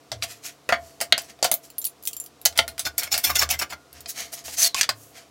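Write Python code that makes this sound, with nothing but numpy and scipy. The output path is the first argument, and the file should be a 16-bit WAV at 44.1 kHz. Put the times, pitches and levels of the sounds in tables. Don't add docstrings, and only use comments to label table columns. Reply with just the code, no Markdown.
import sys
import numpy as np
from scipy import signal
from scipy.fft import rfft, irfft, next_fast_len
from scipy.io import wavfile

SR = 44100
rng = np.random.default_rng(int(sys.argv[2]) if len(sys.argv) > 2 else 0)


def waveform_to_disk(signal):
    frames = np.transpose(np.atleast_2d(signal))
    scaled = np.clip(frames, -1, 1) * 32767
    samples = np.round(scaled).astype(np.int16)
    wavfile.write(sys.argv[1], SR, samples)


N = 234111
TIME_S = np.arange(N) / SR
AGE_S = TIME_S[:SR // 4]

# f/Hz, level/dB
AIR_SPECTRUM = [(25, -20), (50, -28), (100, -17.5), (200, -5), (300, -4.5), (480, 1.5), (600, -7), (690, 3),
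                (800, -8.5), (1200, -6.5), (1700, -13.5), (5500, -15), (11000, -23), (16000, -28.5)]
# f/Hz, level/dB
HUM_PARTIALS = [(140, -67), (275, -68.5), (301, -67), (484, -78.5)]
# t/s, crack/dB, centre/Hz, narrowness, thud/dB
KNOCKS = [(0.1176, -27, 5530, 1.07, -27), (0.224, -24, 4000, 1.2, -58), (.493, -46, 3500, 1.4, -55),
          (.6906, -18.5, 1710, 0.7, -17.5), (.724, -14.5, 1880, 0.98, -14.5),
          (1.0042, -31, 5900, 0.73, -37.5), (1.0123, -19.5, 11600, 0.6, -25.5),
          (1.1241, -6, 3830, 2.7, -21.5), (1.1789, -23, 6200, 0.7, -33), (1.39, -52, 2980, 0.52, -44),
          (1.4272, -16.5, 6000, 1.43, -19), (1.444, -17, 7300, 0.53, -20), (1.4495, -22, 5330, 1.7, -21.5),
          (1.5149, -14, 13800, 1.13, -22.5), (1.5405, -51, 9050, 1.4, -47), (2.4527, -13, 13900, 1.16, -42),
          (2.458, -11.5, 6500, 1.38, -25), (2.526, -45, 6050, 0.78, -44.5),
          (2.5762, -19.5, 9200, 1.14, -33), (2.5897, -9, 3800, 1.05, -16.5),
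          (2.679, -28.5, 10800, 0.49, -39.5), (2.78, -34, 7500, 0.85, -48), (2.794, -22, 9900, 0.97, -53),
          (2.853, -27.5, 5300, 1.1, -33.5), (2.9811, -17, 15000, 1.12, -47),
          (3.033, -25.5, 10100, 0.68, -53), (3.1413, -18.5, 6300, 1.16, -34), (3.178, -19.5, 14500, 1, -53),
          (3.241, -26, 6500, 1.1, -53), (3.355, -28, 6500, 1.7, -32), (3.4908, -28.5, 5540, 0.86, -37),
          (3.5912, -24.5, 13100, 0.96, -61), (4.328, -46, 5000, 0.72, -37), (4.481, -40, 3000, 0.6, -37.5)]
# t/s, crack/dB, centre/Hz, narrowness, thud/dB
CLACKS = [(4.059, -35.5, 4830, 1.7, -38), (4.7453, -21, 5300, 1.1, -58), (4.8111, -13, 6400, 1.18, -39),
          (4.831, -21, 6060, 1.3, -49), (4.841, -29.5, 3500, 1.1, -40), (4.8917, -17, 4600, 0.65, -23.5)]
# f/Hz, width/Hz, gain/dB
BLOW_MODES = [(238, 22, 15.5), (520, 100, 2), (696, 110, 7), (1035, 560, -4.5), (1404, 61, 7),
              (2030, 310, 4), (3160, 430, 0.5), (4680, 340, 4.5)]
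# f/Hz, gain/dB
CRACK_ROLLOFF = [(40, -31), (300, -18.5), (1100, -1)]
# f/Hz, level/dB
THUD_SPECTRUM = [(40, -33), (300, -20), (660, 2.5), (1100, -6), (3000, -37)]
# f/Hz, level/dB, t60/s
TOP_MODES = [(254, -26, 0.13), (564, -17.5, 0.11), (655, -9.5, 0.075), (687.5, 1, 0.13), (668, -18.5, 0.78),
             (750, -14, 0.084)]
# t/s, panel ring/dB, bench thump/dB
PANEL_DROPS = [(0.12, -44, -38), (4.748, -19, -51), (4.89, -18, -43)]
# peak t/s, level/dB
CABINET_PUSHES = [(.14, -48.5), (.73, -47.5), (1.13, -50.5), (1.451, -67), (2.52, -52), (2.62, -41.5),
                  (2.88, -45.5), (3.16, -46.5), (3.3, -37), (3.43, -40.5), (3.56, -48.5), (3.98, -53),
                  (4.2, -55), (4.48, -54), (4.92, -62.5)]
# f/Hz, level/dB
CABINET_SPECTRUM = [(25, -34), (50, -21), (66, -3), (76, 10.5), (90, -13), (117, -4), (150, -21),
                    (300, -45.5)]
# peak t/s, rise/s, level/dB, tilt/(dB/oct)
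SLIDES = [(0.239, .012, -26, -0.5), (0.316, 0.035, -39, -0.5), (.467, .026, -32.5, 1),
          (0.881, 0.078, -52, 1), (1.245, 0.044, -48, 1), (1.303, 0.016, -42.5, -3),
          (1.652, .022, -46, 4.5), (3.98, 0.042, -48, -4), (4.102, 0.016, -28, 6.5),
          (4.205, 0.04, -30, -1.5), (4.341, .014, -30, 5), (4.39, 0.025, -39.5, -1),
          (4.77, .009, -29, -0.5), (4.792, .017, -25.5, -0.5), (5.039, 0.077, -49, 9),
          (5.185, 0.038, -43.5, -3.5)]
# f/Hz, level/dB
RUB_SPECTRUM = [(130, -38.5), (215, -3.5), (290, -20.5), (450, -17.5), (1100, -10.5), (2000, -5.5),
                (4500, -1.5), (6500, 0.5), (9000, -5), (12000, -6.5), (16000, -14.5)]
# f/Hz, width/Hz, gain/dB
BOARD_MODES = [(685.3, 24.3, 20.5), (1895, 530, 4.5), (3560, 188, -8.5), (5650, 230, 1.5),
               (7070, 130, -5.5)]
# t/s, long handle/dB, short handle/dB, tick/dB
CLINKS = [(1.2186, -66, -56, -29), (1.54, -32, -26.5, -9), (1.702, -53, -70, -31.5),
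          (1.7822, -51.5, -26, -24), (1.816, -36, -63, -24), (1.843, -46, -52, -14.5),
          (1.852, -46, -24.5, -13.5), (1.868, -41, -42, -15.5), (2.0263, -63, -58, -33),
          (2.0532, -50, -52, -21.5), (2.062, -45, -38, -29), (2.0736, -34, -47, -8.5),
          (2.1318, -52, -47, -22.5), (2.167, -35, -46, -21), (2.2, -32.5, -44.5, -22),
          (2.262, -55.5, -49.5, -27.5), (2.415, -48.5, -62, -30.5), (2.862, -62, -42, -38),
          (2.98, -50, -28.5, -30), (3.9293, -71, -77, -30.5), (4.0065, -67, -60, -28.5)]
# start/s, end/s
RATTLE_SPANS = [(1.801, 1.93), (2.038, 2.26)]
# f/Hz, level/dB, t60/s
LONG_HANDLE_MODES = [(7290, 1, 0.14), (7420, -21, 0.09), (10630, -3.5, 0.053), (11500, -16.5, 0.024),
                     (14200, -7.5, 0.06)]
# f/Hz, level/dB, t60/s
SHORT_HANDLE_MODES = [(9900, -27, 0.057), (10730, 3, 0.091), (11710, 7.5, 0.038), (13000, -2.5, 0.14),
                      (14200, 0.5, 0.094), (15200, -13, .04)]
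# f/Hz, level/dB
TICK_SPECTRUM = [(1000, -44), (2500, -7.5), (4500, -1.5), (8000, -0.5), (12000, 3.5), (16000, 2)]
# t/s, time to catch/s, break/dB, catch/dB, frame ring/Hz
JERKS = [(2.566, .006, -38, -44, 1470), (2.861, 0.01, -25, -26.5, 1474), (2.991, 0.035, -24.5, -33.5, 2180),
         (3.045, 0.03, -34, -38, 2180), (3.127, 0.059, -16, -37, 2140), (3.249, .055, -12, -21, 1164),
         (3.362, 0.0077, -15.5, -29, 1470), (3.396, 0.025, -14, -22, 1656), (3.424, .005, -20, -20.5, 1153),
         (3.512, 0.03, -16, -29, 2065), (3.599, 0.025, -24.5, -23, 1182), (3.709, 0.022, -34.5, -32, 1394)]
# f/Hz, level/dB
SCRAPE_SPECTRUM = [(200, -18.5), (500, -18.5), (700, -4), (1100, -14.5), (2200, -3), (4000, -10),
                   (6000, -2.5), (9000, -8.5), (13000, -5), (16000, -8)]
# f/Hz, width/Hz, gain/dB
SCRAPE_MODES = [(2475, 45, 2), (3020, 48, 3), (3544, 130, 10.5), (4330, 130, 12), (5360, 370, 8),
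                (6990, 110, 6)]
# f/Hz, level/dB
JUDDER_SPECTRUM = [(100, -30), (250, -9), (500, -11), (700, 0.5), (950, -5), (1400, 0.5), (2200, 0.5),
                   (3200, -11.5), (6000, -17.5)]
# t/s, level/dB
PULL_ENVELOPE = [(4.44, -45), (4.458, -34.5), (4.518, -39), (4.544, -30.5), (4.562, -45.5), (4.584, -23.5),
                 (4.632, -15.5), (4.676, -20), (4.7, -64)]
# peak t/s, rise/s, level/dB, f/Hz, relative pitch sink/(1/s)
SQUEALS = [(4.599, 0.024, -22.5, 6160, 0.1), (4.63, .008, -13.5, 6060, 0.17), (4.65, .02, -19, 4476, 1.4),
           (4.66, 0.012, -31, 3500, 0.5), (4.783, .017, -26.5, 2480, 0.073), (4.813, 0.0032, -15, 6050, 0)]
# f/Hz, t60/s
ROOM_DECAY = [(100, 0.17), (600, 0.23), (1500, 0.13), (4000, 0.095), (14000, 0.17)]
# f/Hz, level/dB
ROOM_SPECTRUM = [(100, 10.5), (600, 2), (1500, 3.5), (4000, 5.5), (14000, -12.5)]


def from_db(db):
    return 10 ** (np.asarray(db) / 20)


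def unit_rms(x):
    return x / np.sqrt(np.mean(x ** 2) + 1e-20)


def at_hz(points, hz):
    f, value = np.transpose(points)
    return np.interp(np.log(hz + 1e-9), np.log(f), value)


def decay(t, t60_s):
    return np.exp(-np.log(1000) * t / max(t60_s, 1e-3))


def add(out, t_s, sound):
    at = int(round(t_s * SR))
    out[at:at + len(sound)] += sound[:N - at]


def ring(hz, t60_s):
    t = TIME_S[:SR * 2 // 3]
    return np.sin(2 * np.pi * hz * t) * decay(t, t60_s)


def resonate(x, spectrum, modes=(), tilt_db_oct=0, ripple_db=0, ripple_hz=109.55):
    size = 2 * next_fast_len(len(x) // 2 + 1)
    hz = np.arange(size // 2 + 1) * SR / size
    db = at_hz(spectrum, hz) + tilt_db_oct * np.log2(1 + hz / 1000)
    mode_index = np.sqrt(hz * 4000) / ripple_hz
    ripple = np.clip(rng.standard_normal(1000), -2, 2)
    db += ripple_db * np.interp(mode_index, np.arange(len(ripple)), ripple)
    for centre_hz, width_hz, peak_db in modes:
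        detuning = 2 * (hz - centre_hz) / width_hz
        db += 10 * np.log10(1 + (from_db(peak_db) ** 2 - 1) / (1 + detuning ** 2))
    cepstrum = irfft(np.log(from_db(db)))
    response = np.exp(2 * rfft(cepstrum[:size // 2], size))
    return unit_rms(irfft(rfft(x, size) * response, size)[:len(x)])


def stick_slip(rate_hz, t60_s, sliding):
    n = SR // 2
    gaps, sizes = rng.random((2, 400)) + 0.5
    at = (np.cumsum(gaps) / rate_hz * SR).astype(int)
    slips = np.zeros(n)
    slips[at[at < n]] = sizes[at < n]
    envelope = signal.fftconvolve(slips, decay(AGE_S, t60_s))[:n] + sliding
    return envelope * rng.standard_normal(n)


def stroke(grain, peak_s, rise_s, fall_s, db, spectrum, modes, **colour):
    start_s = max(peak_s - 3 * rise_s, 0)
    t = TIME_S[:len(grain)] + start_s - peak_s
    swell = np.exp(-np.where(t < 0, (t / rise_s) ** 2, t / fall_s))
    gain = from_db(db) * np.sqrt(np.mean(swell ** 2))
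    return start_s, gain * resonate(grain * swell, spectrum, modes, **colour)


def room_air(level_db=-55.5):
    return from_db(level_db) * resonate(rng.standard_normal(N), AIR_SPECTRUM)


def machine_hum(wander_hz=5.9, wander_db=1.5):
    hum = sum(from_db(db) * np.sqrt(2) * np.sin(2 * np.pi * (hz * TIME_S + rng.random()))
              for hz, db in HUM_PARTIALS)
    wander = np.interp(TIME_S * wander_hz, np.arange(1000), rng.standard_normal(1000))
    return hum * unit_rms(from_db(wander_db * wander))


def crack_spectrum(centre_hz, narrowness, rise_db_oct=6, fall_db_oct=9.5, skirt_db=-28.5):
    hz = np.geomspace(40, 20000, 80)
    octaves = np.log2(hz / centre_hz)
    hump_db = narrowness * np.minimum(rise_db_oct * octaves, -fall_db_oct * octaves)
    density_db = np.maximum(hump_db, skirt_db) - 10 * np.log10(hz)
    return np.column_stack([hz, density_db + at_hz(CRACK_ROLLOFF, hz)])


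def blows(knock_t60_s=0.098, clack_t60_s=0.064, firm_db=-14.5, damping_per_db=0.16):
    out = np.zeros(N)
    burst_gain = np.sqrt(0.01 / AGE_S[-1])
    snap = from_db(3.5) * decay(AGE_S, t60_s=0.0011)
    crack = decay(AGE_S, t60_s=0.0051)
    for hits, free_t60_s in (KNOCKS, knock_t60_s), (CLACKS, clack_t60_s):
        for t_s, crack_db, centre_hz, narrowness, thud_db in hits:
            body_t60_s = free_t60_s * np.exp(-damping_per_db * max(crack_db - firm_db, 0))
            envelope = snap + crack + from_db(-1) * decay(AGE_S, body_t60_s)
            layers = (crack_db, crack_spectrum(centre_hz, narrowness)), (thud_db - 5, THUD_SPECTRUM)
            for db, spectrum in layers:
                force = rng.choice([-1., 1.], len(AGE_S)) * envelope
                cloud = resonate(force, spectrum, BLOW_MODES, ripple_db=4, ripple_hz=69.94)
                add(out, t_s, from_db(db) * burst_gain * cloud)
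    return out


def table_ring(gain_db=-6.5):
    out = np.zeros(N)
    for t_s, *_, thud_db in KNOCKS:
        for hz, db, t60_s in TOP_MODES:
            add(out, t_s, from_db(thud_db + gain_db + db + rng.normal(0, 1)) * ring(hz, t60_s))
    return out


def panel_drops():
    out = np.zeros(N)
    for t_s, panel_db, bench_db in PANEL_DROPS:
        add(out, t_s, from_db(panel_db) * ring(hz=1085, t60_s=0.042))
        add(out, t_s, from_db(bench_db) * ring(hz=108, t60_s=0.64))
    return out


def cabinet_boom(rise_s=0.04, t60_s=0.73, floor_db=-69):
    power = from_db(floor_db) ** 2
    for peak_s, db in CABINET_PUSHES:
        attack = np.exp(-(np.minimum(TIME_S - peak_s, 0) / rise_s) ** 2)
        release = decay(np.maximum(TIME_S - peak_s, 0), t60_s)
        power = power + (from_db(db) * attack * release) ** 2
    return np.sqrt(power) * resonate(rng.standard_normal(N), CABINET_SPECTRUM)


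def panel_slides(fall_ratio=0.89):
    out = np.zeros(N)
    for peak_s, rise_s, db, tilt_db_oct in SLIDES:
        grain = stick_slip(rate_hz=240, t60_s=0.006, sliding=0.85)
        add(out, *stroke(grain, peak_s, rise_s, fall_ratio * rise_s, db, RUB_SPECTRUM, BOARD_MODES,
                         tilt_db_oct=tilt_db_oct, ripple_db=2))
    return out


def handle_clinks(strikes, settle_s=0.04, spread_db=4.1, detune=0.0031, tick_gain_db=-25.5):
    out = np.zeros(N)
    tick_envelope = decay(AGE_S, t60_s=0.0046) + from_db(-11) * decay(AGE_S, t60_s=0.073)
    settling = np.exp(-(AGE_S / settle_s) ** 2)
    for t_s, long_db, short_db, tick_db in strikes:
        for handle_db, modes in (long_db, LONG_HANDLE_MODES), (short_db, SHORT_HANDLE_MODES):
            for hz, db, t60_s in modes:
                gain = from_db(handle_db + db + rng.normal(0, spread_db))
                note = ring(hz * rng.normal(1, detune), t60_s)[:len(AGE_S)]
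                add(out, t_s, gain * note * settling)
        tick = resonate(rng.standard_normal(len(AGE_S)) * tick_envelope, TICK_SPECTRUM, ripple_db=5.5)
        add(out, t_s, from_db(tick_db + tick_gain_db) * tick)
    return out


def handle_rattles(rate_hz=25, tick_db=-35, spread_db=3, ring_db=-18):
    rows = []
    for start_s, end_s in RATTLE_SPANS:
        gaps = rng.random(30) + 0.5
        times_s = start_s + (np.cumsum(gaps) - 1) / rate_hz
        levels_db = rng.normal(tick_db, spread_db, 30)
        rows += [(t, db + ring_db, db + ring_db, db) for t, db in zip(times_s, levels_db) if t < end_s]
    return rows


def clamp_scrapes(rise_s=0.009, break_fall_s=0.011, catch_fall_s=0.009, tilt_per_db=0.24,
                  frame_width_hz=53, frame_db=15):
    out = np.zeros(N)
    mean_break_db = np.mean([row[2] for row in JERKS])
    for t_s, drag_s, break_db, catch_db, frame_hz in JERKS:
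        catch_s = t_s + drag_s
        half_s = max(drag_s / 2, rise_s)
        breaking = (t_s, rise_s, break_fall_s, break_db)
        dragging = (t_s + drag_s / 2, half_s, half_s, break_db - 12)
        catching = (catch_s, rise_s, catch_fall_s, catch_db - 1)
        speed_db_oct = tilt_per_db * (break_db - mean_break_db)
        for phase, phase_db_oct in (breaking, -1), (dragging, -4.5), (catching, -3):
            grain = stick_slip(rate_hz=220, t60_s=0.0029, sliding=0.35)
            add(out, *stroke(grain, *phase, SCRAPE_SPECTRUM, SCRAPE_MODES,
                             tilt_db_oct=phase_db_oct + speed_db_oct, ripple_db=6.5, ripple_hz=70.2))
        judder = stick_slip(rate_hz=200, t60_s=0.0032, sliding=0.28)
        add(out, *stroke(judder, catch_s, rise_s, catch_fall_s, catch_db, JUDDER_SPECTRUM,
                         [(frame_hz, frame_width_hz, frame_db)], ripple_db=2))
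        add(out, catch_s, from_db(catch_db - 29) * ring(hz=1420, t60_s=0.82))
    return out


def panel_pull(gain_db=-1, speed_range_db=21, fast_db_oct=5, slow_db_oct=2.06):
    out = np.zeros(N)
    times_s, levels_db = np.transpose(PULL_ENVELOPE)
    db = np.interp(TIME_S[:SR // 2] + times_s[0], times_s, levels_db, right=-120)
    slowness = np.clip((levels_db.max() - db) / speed_range_db, 0, 1)
    for share, tilt_db_oct in (1 - slowness, fast_db_oct), (slowness, slow_db_oct):
        grain = stick_slip(rate_hz=240, t60_s=0.0035, sliding=0.83)
        hiss = resonate(grain, RUB_SPECTRUM, BOARD_MODES, tilt_db_oct, ripple_db=1)
        add(out, times_s[0], from_db(gain_db + db) * np.sqrt(share) * hiss)
    return out


def edge_squeals(width_hz=100, resonance_db=44, fall_ratio=0.89):
    out = np.zeros(N)
    for peak_s, rise_s, db, hz, sink_per_s in SQUEALS:
        friction = rng.standard_normal(SR // 2)
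        start_s, note = stroke(friction, peak_s, rise_s, fall_ratio * rise_s, db, RUB_SPECTRUM,
                               [(hz, width_hz, resonance_db)])
        t = TIME_S[:len(note)] + start_s - peak_s
        add(out, start_s, np.interp(t - sink_per_s * t ** 2 / 2, t, note))
    return out


def workshop_reverb(x, wet_db=-17, first_echo_s=0.008):
    t = TIME_S[:SR // 2]
    tail = np.zeros(len(t))
    for low_hz in 62.5 * 2 ** np.arange(8):
        mid_hz = low_hz * np.sqrt(2)
        octave = signal.butter(2, [low_hz, 2 * low_hz], "band", fs=SR, output="sos")
        band = signal.sosfilt(octave, rng.standard_normal(len(t)))
        tail += band * from_db(at_hz(ROOM_SPECTRUM, mid_hz)) * decay(t, at_hz(ROOM_DECAY, mid_hz))
    tail *= t > first_echo_s
    return x + from_db(wet_db) * signal.fftconvolve(x, tail / np.linalg.norm(tail))[:N]


def scene():
    background = room_air() + machine_hum() + cabinet_boom()
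    impacts = blows() + table_ring() + panel_drops()
    friction = clamp_scrapes() + panel_slides() + edge_squeals() + panel_pull()
    handles = handle_clinks(CLINKS + handle_rattles())
    mono = background + workshop_reverb(impacts + friction + handles)
    return np.array([mono, mono])


def record(dry, ceiling=0.95, low_cut_hz=56, high_cut_hz=16000):
    highpass = signal.butter(2, low_cut_hz, "high", fs=SR, output="sos")
    lowpass = signal.ellip(10, 0.2, 70, high_cut_hz, fs=SR, output="sos")
    rounded = ceiling * np.tanh(signal.sosfilt(highpass, dry) / ceiling)
    return signal.sosfilt(lowpass, rounded)


dry = scene()
out = record(dry)
waveform_to_disk(out)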